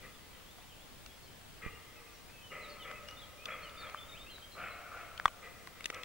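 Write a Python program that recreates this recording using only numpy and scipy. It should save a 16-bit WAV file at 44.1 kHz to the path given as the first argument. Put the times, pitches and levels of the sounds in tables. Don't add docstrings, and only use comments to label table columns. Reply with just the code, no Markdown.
import sys
import numpy as np
from scipy import signal
from scipy.io import wavfile
from scipy.ndimage import uniform_filter1d

SR = 44100
rng = np.random.default_rng(int(sys.argv[2]) if len(sys.argv) > 2 else 0)


def file_out(sig):
    cols = np.atleast_2d(sig).T
    lim = np.clip(cols, -1, 1)
    pcm = np.round(lim * 32767).astype(np.int16)
    wavfile.write(sys.argv[1], SR, pcm)


def field_ratio(decibels):
    return 10 ** (np.asarray(decibels, dtype=float) / 20)


N = 266364


def evened(x):
    return x / np.sqrt(np.mean(x ** 2) + 1e-20)


def read(points, hz):
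    f, value = np.transpose(points)
    return np.interp(np.log(hz + 1), np.log(f + 1), value)


def add(mix, s, sound):
    part = mix[..., round(s * SR):][..., :sound.shape[-1]]
    part += sound[..., :part.shape[-1]]


def panned(x, lean_db):
    return x * field_ratio([[lean_db / 2], [-lean_db / 2]])


def lowpassed(x, order, hz):
    return signal.sosfilt(signal.butter(order, hz, fs=SR, output="sos"), x)


def resonate(x, hz, width):
    turn = np.exp(2j * np.pi * np.cumsum(hz * np.ones(len(x))) / SR)
    r = np.exp(-np.pi * width / SR)
    return 2 * (turn * signal.lfilter([1 - r], [1, -r], x / turn + 1e-18)).real


def scatter(x, rise_s, speed, same):
    # frequency in Hz, time to fall 60 dB in seconds.
    forest_decay = [(300, 1.34), (600, 4.6), (1300, 2.12), (2500, 1.82), (5000, 1.22)]
    taps = np.zeros((2, SR))
    at = np.arange(0, SR - 40, 20) + rng.integers(0, 20, (2, (SR - 21) // 20))
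    np.put_along_axis(taps, at, rng.choice([-1., 1.], at.shape), 1)
    same = np.clip(same, 0, 1)
    taps[1] = same * taps[0] + np.sqrt(1 - same ** 2) * taps[1]
    hz, t, z = signal.stft(taps, SR, nperseg=256)
    fall_db = -60 * speed * t / read(forest_decay, hz)[:, None]
    tail = signal.istft(z * field_ratio(fall_db), SR, nperseg=256)[1]
    tail = tail * (1 - np.exp(-np.arange(tail.shape[1]) / SR / rise_s))
    return signal.fftconvolve(x[None], tail / np.linalg.norm(tail[0]), axes=1)[:, :N]


def wash():
    # frequency in Hz, level in dB per Hz.
    floor_colour = [(12, -2), (35, 0.5), (90, -3), (180, -7.5), (360, -10.5), (700, -12.5), (1400, -15),
                    (2500, -15.5), (3300, -15.5), (4200, -18.5), (5500, -21), (9000, -23.5), (13500, -26),
                    (16000, -25.5)]
    # frequency in Hz, correlation from 0 to 1.
    likeness = [(60, 0.27), (180, 0.054), (550, 0.41), (1650, 0.29), (4970, 0.13), (15000, 0.099)]
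    # frequency in Hz, left over right in dB.
    floor_lean = [(60, 0.76), (240, 3.1), (950, 2.1), (3770, 1.5), (15000, 0.66)]
    frames, hz = N // 256 + 5, np.fft.rfftfreq(1024, 1 / SR)
    a, b, c, d, patches = rng.standard_normal((frames, 513, 5)).T
    patches = uniform_filter1d(patches, size=12, axis=0)
    patches = evened(uniform_filter1d(patches, size=20, axis=1))
    same = np.clip(read(likeness, hz), -1, 1)[:, None]
    left = a + 1j * b
    right = same * left + np.sqrt(1 - same ** 2) * (c + 1j * d)
    z = np.array([left, right])
    z *= field_ratio(read(floor_colour, hz)[:, None] + 0.95 * patches)
    z *= field_ratio(np.array([[.5], [-.5]]) * read(floor_lean, hz))[..., None]
    return field_ratio(-54.5) * evened(signal.istft(z, nperseg=1024, noverlap=768)[1][:, :N])


def whine():
    # frequency in Hz, rms level in dB.
    line_tones = [(15550, -90), (15600, -85), (15650, -73), (15700, -87)]
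    t = np.arange(N) / SR
    return sum(np.sqrt(2) * field_ratio(db) * np.sin(2 * np.pi * (hz * t + rng.random())) for hz, db in line_tones)


def bird():
    # start in seconds, length in seconds,
    # first pitch in Hz, last pitch in Hz.
    bird_notes = [(0.134, 0.039, 3460, 3450), (0.325, 0.051, 3270, 3000), (0.446, .099, 3200, 3830),
                  (0.595, 0.059, 2310, 3200), (0.678, 0.066, 3330, 3030), (.79, 0.057, 3260, 3670),
                  (1.088, .053, 3310, 3400), (1.26, 0.05, 3160, 3040), (1.689, 0.1, 2780, 2800),
                  (1.96, 0.033, 2614, 2540), (2.073, 0.021, 2520, 2560), (2.281, .037, 2420, 2580),
                  (2.315, 0.13, 2660, 2537), (2.414, 0.076, 3130, 2950), (2.49, 0.06, 2890, 2760),
                  (4.699, 0.039, 4170, 3970),
                  (2.611, .044, 4120, 3960), (2.645, 0.022, 3820, 3670), (2.676, 0.08, 4460, 4240),
                  (2.861, 0.033, 2530, 2300), (2.785, 0.07, 3230, 2850), (2.816, .04, 3720, 3200),
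                  (2.942, 0.055, 2620, 2560), (3.061, 0.081, 2853, 2950), (3.161, 0.053, 3600, 3590),
                  (3.187, .039, 3890, 3800), (3.211, 0.04, 3480, 3180), (3.369, 0.084, 2400, 2620),
                  (3.5, 0.055, 3350, 3325), (3.62, 0.028, 4300, 4330), (3.629, 0.062, 3200, 2820),
                  (3.76, 0.063, 3580, 3740), (3.767, 0.067, 4740, 4350), (3.804, .027, 4300, 3940),
                  (3.815, 0.045, 3690, 3500), (3.863, 0.025, 3410, 3130), (3.966, 0.098, 3508, 3520),
                  (3.967, 0.03, 3150, 3100), (4.077, 0.075, 3800, 3620), (4.125, .07, 2210, 3510),
                  (4.188, 0.055, 3520, 3830), (4.254, .049, 2560, 2890), (4.295, 0.036, 3140, 3145),
                  (4.297, 0.092, 4260, 3780), (4.415, 0.044, 3140, 3215), (4.511, .055, 4120, 4100),
                  (1.215, 0.066, 4500, 4140), (2.133, 0.042, 5900, 5380), (2.696, 0.017, 5080, 4660),
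              (3.074, 0.033, 5370, 6000)]
    # time in seconds, level in dB.
    effort = [(0, -66), (1.3, -64.5), (1.7, -58.5), (2.3, -61), (2.5, -57.5), (2.7, -54.5), (3.2, -56),
              (3.6, -54.5), (3.85, -56), (4.0, -53), (4.7, -57.5)]
    song, starts = np.zeros(N), rng.random(55)
    for (s, length, first_hz, last_hz), start in zip(bird_notes, starts):
        u = np.linspace(0, 1, round(length * SR))
        glide = u ** (0.763 if last_hz < first_hz else 1.3)
        hz = np.interp(glide, [.12, .92], [first_hz, last_hz])
        hz = uniform_filter1d(hz, len(u) // 4 + 1, mode="nearest")
        db = np.interp(s, *np.transpose(effort)) - 8 * abs(np.log2(hz.mean() / 3200))
        db -= 0.5 * np.log2(length / .05)
        turns = 45 * length * u + start
        hz = hz * (1 + .006 * np.cos(2 * np.pi * 0.59 * turns))
        quaver = field_ratio(3.1 * np.sin(2 * np.pi * turns))
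        note = np.sin(2 * np.pi * np.cumsum(hz) / SR) * signal.windows.tukey(len(u), .5) * quaver
        add(song, s, np.sqrt(2) * field_ratio(db) * note)
    return panned(song, 1.5) + field_ratio(-6.0) * scatter(song, rise_s=.004, speed=3.5, same=.8)


def tick(centre_hz, spread, length):
    # frequency in Hz, time to fall 60 dB in seconds.
    casing_modes = [(800, 0.025), (1180, 0.012), (1450, 0.0066), (1810, 0.0065), (2160, 0.0081),
                    (2800, 0.013), (3440, 0.01), (4100, 0.004), (5200, 0.0032), (6600, 0.0014),
                    (7600, 0.0019), (9200, 0.015), (11200, 0.002), (14500, .004)]
    t = np.arange(800) / SR
    chance, size, crack = rng.random(300), rng.standard_normal(300), rng.standard_normal((2, 800))
    slips = (chance < .1) * size * .7 * np.exp(-(np.arange(len(size)) / SR / length) ** 2)
    slips[0] = 1.03
    snap = np.array([resonate(c, 1.2 * centre_hz, 0.94 * spread * centre_hz) for c in crack])
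    snap = lowpassed(snap, 1, 7560)
    out = 1.1 * spread * evened(snap) * np.exp(-t / 0.00069)
    for hz, t60 in casing_modes:
        colour_db = -9 * abs(np.log2(hz / centre_hz) / spread) ** 1.9
        detune, port, start = rng.random(3)
        port_skew = np.array([[0], [1.9 * (port - .5)]]) * hz / 2500
        phase = 2 * np.pi * hz * (0.893 + 0.18 * detune) * t + port_skew
        out += field_ratio(colour_db - 60 * t / t60) * np.sin(phase + 1.2 * start) * (1 - np.exp(-t / 0.00014))
    out = signal.fftconvolve(out, slips[None], axes=1)
    return out / abs(out.mean(0)).max()


def knock():
    # frequency in Hz, level in dB, time to fall 60 dB in seconds.
    knock_modes = [(1200, 1.5, 0.025), (980, -17.5, 0.046), (1500, -8.5, 0.037), (1890, -14.5, 0.047),
                   (3380, -15, 0.034), (5220, -28.5, 0.014), (7800, -27, 0.012), (11100, -47, .008)]
    t = np.arange(2000) / SR
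    ring = sum(field_ratio(db - 60 * t / t60) * np.sin(2 * np.pi * hz * t) for hz, db, t60 in knock_modes)
    blow = .58 + .7 * np.exp(-((t - .0013) / .0005) ** 2)
    grip = field_ratio(-10 * np.clip((t - .0032) / .0002, 0, 1))
    rattle = field_ratio(-30) * evened(resonate(rng.standard_normal(len(t)), 3200, 5000))
    rattle *= (t / 0.0013) * np.exp(-t / 0.002)
    shell = signal.butter(3, 580, "high", fs=SR, output="sos")
    sound = signal.sosfilt(shell, ring * blow * grip + rattle)
    return field_ratio(-8.6) * panned(sound / abs(sound).max(), 2.8)


def handling():
    # start in seconds, peak in dB, centre in Hz, spread in octaves.
    casing_ticks = [(1.0614, -37.5, 2600, 1.6), (2.913, -34, 1500, 0.63), (3.0859, -41, 2300, 0.89),
                    (3.11, -43, 5000, 1.3), (3.456, -28.5, 2900, 0.66), (.585, -48.5, 910, 0.86),
                    (2.3, -49, 2200, 0.45), (3.897, -41, 1800, 1.3), (3.695, -44.5, 3900, 0.37),
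                    (3.946, -28, 1080, 0.16), (4.382, -41, 1200, 0.5), (5.1765, -39, 3520, 0.3),
                    (5.1986, -23, 1610, 0.23), (5.2792, -31, 1790, 0.81), (5.672, -37, 1500, 1),
                    (5.8071, -35, 1780, 0.84), (5.8425, -29.5, 3200, 0.8), (5.857, -25, 3630, 1.04),
                    (5.901, -25.5, 2000, 1.15), (5.9446, -37, 4500, 0.66), (6.033, -32, 2870, 0.85)]
    # start in seconds, peak in dB, fall in seconds, left over right in dB.
    thumps = [
        (1.663, -32.5, 0.0034, -28),
        (5.258, -26, 0.0041, 2),
    ]
    out, t = np.zeros((2, N)), np.arange(3000) / SR
    for s, db, centre_hz, spread in casing_ticks:
        length = 0.0031 * (1 if spread > .24 else .25)
        lean_db = 3.0 + 0.7 * np.log2(centre_hz / 2000) / max(spread, .4)
        add(out, s, field_ratio(db) * panned(tick(centre_hz, spread, length), lean_db))
    add(out, 5.25625, knock())
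    for s, db, fall, lean_db in thumps:
        push = (1 - np.exp(-t / 0.00039)) * (np.exp(-t / fall) - 0.44 * np.exp(-t / 0.0087))
        add(out, s, field_ratio(db) * panned(push, lean_db))
    return out


def throat_at(mouth, effort_db):
    # frequency in Hz, power of the mouth factor that shifts it.
    throat_rest = [(488, 0.081), (1262, -0.24), (1985, -0.43), (2310, -1)]
    low_hz, second_hz, third_hz, fourth_hz = (hz * mouth ** power for hz, power in throat_rest)
    gape = 10 * (mouth - 1)
    low_db, upper_db = -1.5 - 2 * gape, 4 - 7.5 * gape
    low_db -= 0.47 * (effort_db + 53.5)
    return low_hz, low_db, second_hz, third_hz, upper_db, fourth_hz


def bark(length, mouth, throat, chest_db):
    throat_widths = [180, 151, 345, 315]
    t = np.arange(0, length + 0.036, 1 / SR)
    noise = rng.standard_normal((12000, 2))[:len(t)].T
    growl_hz = 66 * field_ratio(3.9 * evened(uniform_filter1d(noise[0], size=300)))
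    turns = np.cumsum(growl_hz) / SR
    drive = (0.47 + np.exp(-(turns % 1) / 0.49)) * noise[1]
    u = t / length
    build = np.clip(u / (0.13 + 1.6 * abs(mouth - 1)), 0, 1)
    drive *= build ** 0.36 * np.clip((1 - u) / 0.43, 0, 1)
    late = drive * build ** 1.15
    opening = 1 + (mouth - 1) * np.sin(np.pi * np.clip(u, 0, 1))
    low_hz, low_db, second_hz, third_hz, upper_db, fourth_hz = throat
    modes = zip([drive, drive, late, late], [low_hz * opening ** 1.87, second_hz, third_hz, fourth_hz],
                [low_db, 0, upper_db - 0.5, upper_db - 6.0], throat_widths)
    loss = mouth ** 5.6
    voice = 0
    for x, hz, db, width in modes:
        once = resonate(x, hz * opening, loss * width)
        voice = voice + field_ratio(db) * evened(resonate(once, hz * opening, 1.15 * loss * width))
    hz, width = 1663, 1610
    breath = resonate(resonate(late, hz, width), hz, width)
    breath = field_ratio(-3.8) * evened(resonate(breath, hz, 0.68 * width))
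    hz, width = 169, 68
    hum = resonate(resonate(drive, hz * (1.08 - 0.11 * u), width), hz, 4.3 * width)
    mouthed = lowpassed(evened(voice) + breath, 4, 2900)
    return mouthed + field_ratio(chest_db) * evened(hum)


def deer():
    # start in seconds, length in seconds, level in dB, echo from the slope in dB,
    # mouth opening at mid bark as a factor.
    barks = [
        (.014, 0.082, -58, -15.5, 0.97),
        (1.61, 0.1, -51, -17.5, 0.98),
        (2.504, 0.093, -52.5, -0.5, 1.025),
        (3.457, .12, -48.5, -7.5, 1.054),
        (4.549, 0.17, -49.5, -6.5, 1.118),
        (5.407, 0.11, -56.5, -10, 0.98),
        (5.922, 0.088, -51.5, -7.5, 1.04),
    ]
    straight, thrown, scattered = np.zeros((3, N))
    for s, length, db, echo_db, mouth in barks:
        chest_db = -8.5 - 2.5 * s
        sound = field_ratio(db) * bark(length, mouth, throat_at(mouth, db), chest_db)
        add(straight, s, sound)
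        add(scattered, s, field_ratio(0.47 + 0.58 * echo_db) * sound)
        add(thrown, s + .326, field_ratio(echo_db) * sound)
    thrown = resonate(thrown, 1300, 1500)
    trees = field_ratio(3.0) * scatter(scattered + 0.79 * thrown, rise_s=0.01, speed=1.0, same=0.92)
    slope = field_ratio(0.7) * scatter(thrown + 0.3 * straight, rise_s=0.0019, speed=8.7, same=0.96)
    return panned(straight + 0.5 * thrown, 1.9) + panned(0.88, 1.8) * (trees + slope)


def scene():
    return deer() + bird() + handling() + wash()


def low_pass(x):
    return signal.sosfilt(signal.butter(12, 16610, fs=SR, output="sos"), x)


def record(dry):
    spaced = np.array([np.roll(dry[0], 1), dry[1]]) + panned(whine(), 2.3)
    band_limit = signal.firwin(1023, 15800, window=("kaiser", 9), fs=SR)
    limited = signal.oaconvolve(spaced, band_limit[None], "same")
    return low_pass(limited)


dry = scene()
out = record(dry)
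file_out(out)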